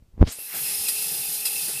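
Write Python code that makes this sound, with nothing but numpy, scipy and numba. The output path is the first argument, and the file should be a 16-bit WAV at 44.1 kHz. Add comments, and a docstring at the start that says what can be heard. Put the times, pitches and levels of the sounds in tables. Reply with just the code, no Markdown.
"""A model steam engine on a workbench

A low thump hits the microphone. A jet of steam starts, rises in pitch and opens into a steady hiss,
spitting with droplets, while the leak whistles thinly and wheezes. The engine turns slowly: once a turn
the exhaust spurts, ringing the pipes, and the crank knocks. The mechanism ticks and groans softly,
and a motor hums faintly behind."""
import sys
import numpy as np
from scipy import signal
from scipy.fft import rfft, irfft
from scipy.io import wavfile
from scipy.ndimage import uniform_filter1d
from numba import njit

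SR = 44100
rng = np.random.default_rng(int(sys.argv[2]) if len(sys.argv) > 2 else 0)


def wav_record(signal):
    """Record a signal, one row per channel, as 16-bit PCM in the file named by sys.argv[1]."""
    frames = np.transpose(np.atleast_2d(signal))
    bounded = np.clip(frames, -1, 1)
    # unit amplitude maps onto the largest positive 16-bit level
    quanta = np.round(bounded * 32767).astype(np.int16)
    wavfile.write(sys.argv[1], SR, quanta)


N = 79380
T = np.arange(N) / SR

# Pressure bumps on the microphone. Each row: time in seconds, level in dB, half-width in seconds.
BUMPS = [(0.0244, -38.5, 0.0038), (0.142, -35, .008), (0.1793, -27.5, 0.0016), (.195, -26, 0.0014),
         (.2143, 1, 0.0046), (0.2181, -8.5, 0.001), (0.2273, 1, .0011), (0.2376, -5.5, 0.0029)]
# The path of the narrow jet. Each row: time in seconds, centre pitch in Hz, level in dB.
JET_PATH = [(.22, 3240, -115), (.25, 3400, -68), (.265, 3900, -62), (.274, 4760, -43.5), (.305, 6900, -41),
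            (.325, 8240, -38.5), (.365, 9800, -43.5), (.4, 11100, -37), (.51, 12740, -39.5),
            (.56, 12500, -33), (.66, 11300, -30.5), (.8, 11030, -34), (1.35, 11870, -33),
            (1.55, 11650, -36.5), (1.66, 10150, -35), (1.8, 9300, -36.5)]
# How loud the rumble, hiss and whistle are as time passes. Each row: time in seconds, level in dB.
RUMBLE_LEVEL = [(0, -61), (.04, -59), (.11, -62.5), (.18, -47.5), (.205, -28.5), (.217, -18.5),
                (.232, -29.5), (.258, -39), (.278, -25.5), (.315, -67), (.4, -107), (.6, -86)]
HISS_LEVEL = [(.2, -110), (.25, -68), (.29, -53), (.36, -41), (.505, -38.5), (.535, -34), (.556, -30),
              (.67, -28), (.85, -27.5), (.93, -29), (1.0, -27), (1.15, -28.5), (1.35, -28), (1.43, -30),
              (1.5, -29), (1.56, -27), (1.65, -27.5), (1.8, -32)]
WHISTLE_LEVEL = [(.27, -110), (.34, -59), (.39, -49.5), (.5, -56), (.6, -50), (.67, -39.5), (.71, -47.5),
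                 (.84, -48), (.88, -36), (.925, -48), (.975, -38), (1.15, -48), (1.25, -42.5), (1.34, -56),
                 (1.47, -36.5), (1.497, -42), (1.56, -39), (1.655, -44.5), (1.695, -56), (1.78, -40)]
# The notes at which the pipes ring. Each row: pitch in Hz, filter width in Hz, relative level in dB.
PIPE_NOTES = [(1911, 60, -17), (2660, 170, -12), (3350, 120, -11), (4085, 55, -5), (4875, 50, -4),
              (5080, 130, -2), (8105, 75, 0), (8640, 100, -7), (9490, 110, -3), (9990, 70, 0),
              (10400, 70, -1), (11120, 110, -2), (11940, 180, -1), (13770, 90, -8)]
# The tones of the motor. Each row: multiple of the shaft's turning rate, relative level in dB.
MOTOR_TONES = [(8, -10.5), (9, 0), (10, -6), (16, -2.5), (17, -1), (18, -4.5)]
# The tones of the whistle. Each row: pitch in Hz, size of its waver in Hz, relative level in dB.
WHISTLE_TONES = [(2582, 71.9, 2), (2678, 70.3, 3.5), (2757, 43, -6)]
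# Exhaust spurts and crank knocks. Each row: time of the peak in seconds, level in dB, fade in seconds.
SPURTS = [(0.324, -34, 0.0072), (.887, -19.5, 0.013), (1.458, -21.5, 0.021)]
KNOCKS = [(.556, -42.5, 0.025), (1.128, -45, 0.04), (1.695, -41.5, 0.014)]
# Light ticks. Each row: start in seconds, level in dB, pitch in Hz.
TICKS = [(.387, -35, 526), (0.428, -60.5, 390)]
# Wheezes of the leak. Each row: time of the peak in seconds, level in dB, half-length in seconds,
# centre pitch in Hz, filter width in Hz.
WHEEZES = [(0.552, -42, 0.062, 2050, 2120), (0.717, -48.5, 0.066, 2030, 800),
           (0.762, -41.5, 0.15, 5200, 350), (1.063, -43, 0.074, 5170, 350), (1.36, -46, .025, 4090, 150),
           (1.645, -45, 0.082, 4550, 900)]
# Soft groans. Each row: time of the peak in seconds, level in dB, pitch at the peak in Hz.
GROANS = [(.625, -45, 144.2), (0.719, -50.5, 182), (0.803, -49.5, 86.5), (1.075, -49.5, 159.5),
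          (1.201, -46, 134), (1.293, -47.5, 170.5), (1.574, -54, 157.7), (1.637, -50.5, 158),
          (1.762, -44.5, 138)]
# The colour of each noise, meaning how strong its low and high parts are.
# Each row: frequency in Hz, relative level in dB.
MICROPHONE_COLOUR = [(50, 3), (500, -21), (3000, -17), (15000, -22)]
RUMBLE_COLOUR = [(20, 2), (42, 3.5), (90, 3.5), (200, -7.5), (450, -17), (1000, -27), (3000, -42),
                 (15000, -65.5)]
SPLUTTER_COLOUR = [(40, -13), (150, 1), (400, 3), (900, 0), (2000, 4), (5000, 4.5), (9000, -29),
                   (15000, -30)]
HISS_COLOUR = [(25, -33), (60, -13.5), (105, -32), (175, -17), (330, -21.5), (620, -27), (1100, -27.5),
               (1500, -24.5), (2200, -17), (3100, -13), (3800, -11), (4900, -8), (6300, -11), (7600, -10),
               (9000, -4), (10100, -1.5), (12300, -5.5), (13600, -6.5), (15200, -9.5)]
SPURT_COLOUR = [(300, -32), (900, -18), (1800, -16.5), (3500, -10.5), (5000, -3), (6300, -13), (8400, -3.5),
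                (12500, -1.5), (15200, -14.5)]
KNOCK_COLOUR = [(30, -26), (65, -9), (110, -7), (165, 3), (260, -8.5), (370, -3.5), (700, -6.5),
                (1100, -15.5), (1800, -12), (3000, -35), (8000, -55)]


def gain(db):
    """Turn decibels into a number to multiply a sound by."""
    return 10 ** (np.asarray(db) / 20)


def unit(x):
    """Scale a signal to an average strength (rms) of 1."""
    return x / np.sqrt(np.mean(x ** 2))


def curve(rows, column=1):
    """Join the values in one column of a table by straight lines in time."""
    rows = np.array(rows)
    return np.interp(T, rows[:, 0], rows[:, column])


def noise():
    """White noise: all frequencies are equally strong."""
    return rng.standard_normal(N)


def wander(per_second):
    """A smooth random wobble with a typical size of 1."""
    span = int(SR / per_second)
    smoothed = uniform_filter1d(noise(), span, mode="wrap")
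    return unit(uniform_filter1d(smoothed, span, mode="wrap"))


def colour(x, points):
    """Shape a sound's lows and highs by a colour table; the result has strength 1."""
    hz, db = np.array(points).T
    frequencies = np.maximum(np.fft.rfftfreq(N, 1 / SR), 1)
    shape_db = np.interp(np.log(frequencies), np.log(hz), db)
    return unit(irfft(rfft(x) * gain(shape_db), N))


@njit
def moving_filter(x, hz, width_hz):
    """Return two sounds: the part of x near a movable frequency, and the part above it."""
    band, high = np.empty(len(x)), np.empty(len(x))
    band_memory, low_memory = 0., 0.
    for i in range(len(x)):
        tuning, damping = np.tan(np.pi * hz[i] / SR), width_hz / hz[i]
        swing = (band_memory + tuning * (x[i] + 1e-18 - low_memory)) / (1 + tuning * (tuning + damping))
        low = low_memory + tuning * swing
        band[i] = damping * swing
        high[i] = x[i] - band[i] - low
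        band_memory, low_memory = 2 * swing - band_memory, 2 * low - low_memory
    return band, high


def narrow(x, hz, width_hz, passes):
    """Keep the sound near one pitch, at strength 1; each pass trims the edges more."""
    for _ in range(passes):
        x = moving_filter(x, hz * np.ones(N), float(width_hz))[0]
    return unit(x)


def swell(at, half_length):
    """A level that rises smoothly to 1 and sinks the same way."""
    return np.exp(-((T - at) / half_length) ** 2)


def bursts(rows, rise_s):
    """A level that rises quickly to each peak in a table, then dies away."""
    return sum(gain(db) * np.exp(-(np.minimum(T - at, 0) / rise_s) ** 2 - np.maximum(T - at, 0) / fade)
               for at, db, fade in rows)


def microphone_noise():
    """The microphone makes a faint, steady noise of its own."""
    return gain(-71.5) * colour(noise(), MICROPHONE_COLOUR)


def thump(roundness=1.13, rebound=0.36, bass_cut_hz=5.6):
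    """Pressure bumps (swell, dip, stronger rebound) pass the microphone's bass cut, over a rumble."""
    pressure = 0
    for at, db, half_width in BUMPS:
        lag = (T - at) / half_width
        away = np.abs(lag) ** roundness
        pressure += gain(db) * (roundness * away + rebound * lag - 1) * np.exp(-away)
    bumps = moving_filter(pressure, np.full(N, bass_cut_hz), width_hz=23.)[1]
    rumble = colour(noise(), RUMBLE_COLOUR) * gain(curve(RUMBLE_LEVEL))
    return bumps + rumble


def wet_steam(drops_per_second=2500, drops_db=-8.5):
    """Swirling steam makes noise, and droplets bursting in it add clicks."""
    clicks = (rng.random(N) < drops_per_second / SR) * np.sign(noise())
    sizes_db = 3 * np.minimum(rng.exponential(size=N), 5)
    return unit(noise() + gain(drops_db) * unit(clicks * gain(sizes_db)))


def jet():
    """A narrow steam jet climbs in pitch, then wanders; its low splutter fades as it climbs."""
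    hz = curve(JET_PATH)
    rush = narrow(wet_steam(), hz, width_hz=6700, passes=3)
    splutter_level = gain(-18) * (hz.max() / hz) ** 2.9
    splutter = colour(wet_steam(), SPLUTTER_COLOUR) * splutter_level
    return (rush + splutter) * gain(curve(JET_PATH, column=2))


def bench_echoes(x, fade_s=.006, echo_db=-6):
    """Add the quick echoes that bounce off the bench and boiler."""
    delay = T[:2000]
    echoes = rng.standard_normal(len(delay)) * np.exp(-delay / fade_s) * (delay > .001)
    return x + gain(echo_db) * signal.fftconvolve(x, echoes / np.linalg.norm(echoes))[:N]


def pipe_ring(x):
    """A sound passing through the pipes makes them ring at their own notes."""
    return unit(sum(gain(db) * narrow(x, hz, width, passes=2) for hz, width, db in PIPE_NOTES))


def hiss(ring_db=-13.5, flicker_db=0.65):
    """Steam leaks steadily, coloured by the bench and the ringing pipes."""
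    steam = colour(bench_echoes(wet_steam()), HISS_COLOUR)
    ringing = gain(ring_db) * pipe_ring(noise())
    return (steam + ringing) * gain(curve(HISS_LEVEL) + flicker_db * wander(100))


def motor(shaft_hz=48.02, relative_db=-27):
    """A spinning shaft hums at multiples of its turning rate; the level follows the hiss."""
    phase = 2 * np.pi * np.cumsum(shaft_hz * (1 + 0.00218 * wander(10.5))) / SR
    hum = 0
    for multiple, db in MOTOR_TONES:
        hum += gain(db + 1.6 * wander(20)) * np.sin(multiple * phase + 2 * np.pi * rng.random())
    return hum * gain(curve(HISS_LEVEL) + relative_db)


def whistle(flutter_db=3.5):
    """Steam leaking past an edge makes three unsteady tones that beat against each other."""
    tones = 0
    for hz, waver_hz, db in WHISTLE_TONES:
        phase = 2 * np.pi * np.cumsum(hz + waver_hz * wander(356.5)) / SR
        tones += gain(db + flutter_db * wander(120)) * np.sin(phase)
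    return unit(tones) * gain(curve(WHISTLE_LEVEL))


def exhaust(ring_db=-3.5):
    """Once a turn, a short spurt of steam escapes and rings the pipes."""
    steam = colour(wet_steam(), SPURT_COLOUR) * bursts(SPURTS, rise_s=0.0051)
    return steam + gain(ring_db) * np.std(steam) * pipe_ring(steam)


def ticks(fade_s=0.0016):
    """The mechanism ticks lightly: each tick is a tone that dies almost at once."""
    out = 0
    for at, db, hz in TICKS:
        age = np.maximum(T - at, 0)
        out += gain(db) * np.exp(-age / fade_s) * np.sin(2 * np.pi * hz * age)
    return out


def wheezes():
    """The leak wheezes: bands of noise swell and sink again."""
    return sum(gain(db) * swell(at, half_length) * narrow(noise(), hz, width, passes=2)
               for at, db, half_length, hz, width in WHEEZES)


def crank_knocks():
    """Once a turn, the crank knocks with a dull burst of noise."""
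    return colour(noise(), KNOCK_COLOUR) * bursts(KNOCKS, rise_s=.02)


def groans(half_length_s=0.018, fall_per_second=7, octave_db=-23):
    """The mechanism groans in short, low tones that waver and slide down."""
    out = 0
    for at, db, hz in GROANS:
        from_peak = np.clip(T - at, -3 * half_length_s, 3 * half_length_s)
        pitch = hz * np.exp(-fall_per_second * from_peak) * (1 + 0.0343 * wander(130))
        phase = 2 * np.pi * np.cumsum(pitch) / SR
        tone = np.sin(phase) + gain(octave_db) * np.sin(2 * phase)
        out += gain(db) * swell(at, half_length_s) * tone
    return out


def scene():
    """Add all the sounds into one channel, as heard close to the engine."""
    mix = microphone_noise() + thump() + jet() + hiss() + motor() + whistle()
    mix += exhaust() + ticks() + wheezes() + crank_knocks() + groans()
    return mix[None]


def record(dry):
    """Flatten any peaks beyond full scale, then cut the treble above 15250 Hz."""
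    treble_cut = signal.ellip(12, .1, 80, 15250, fs=SR, output="sos")
    return signal.sosfilt(treble_cut, np.clip(dry, -1, 1))


dry = scene()
out = record(dry)
wav_record(out)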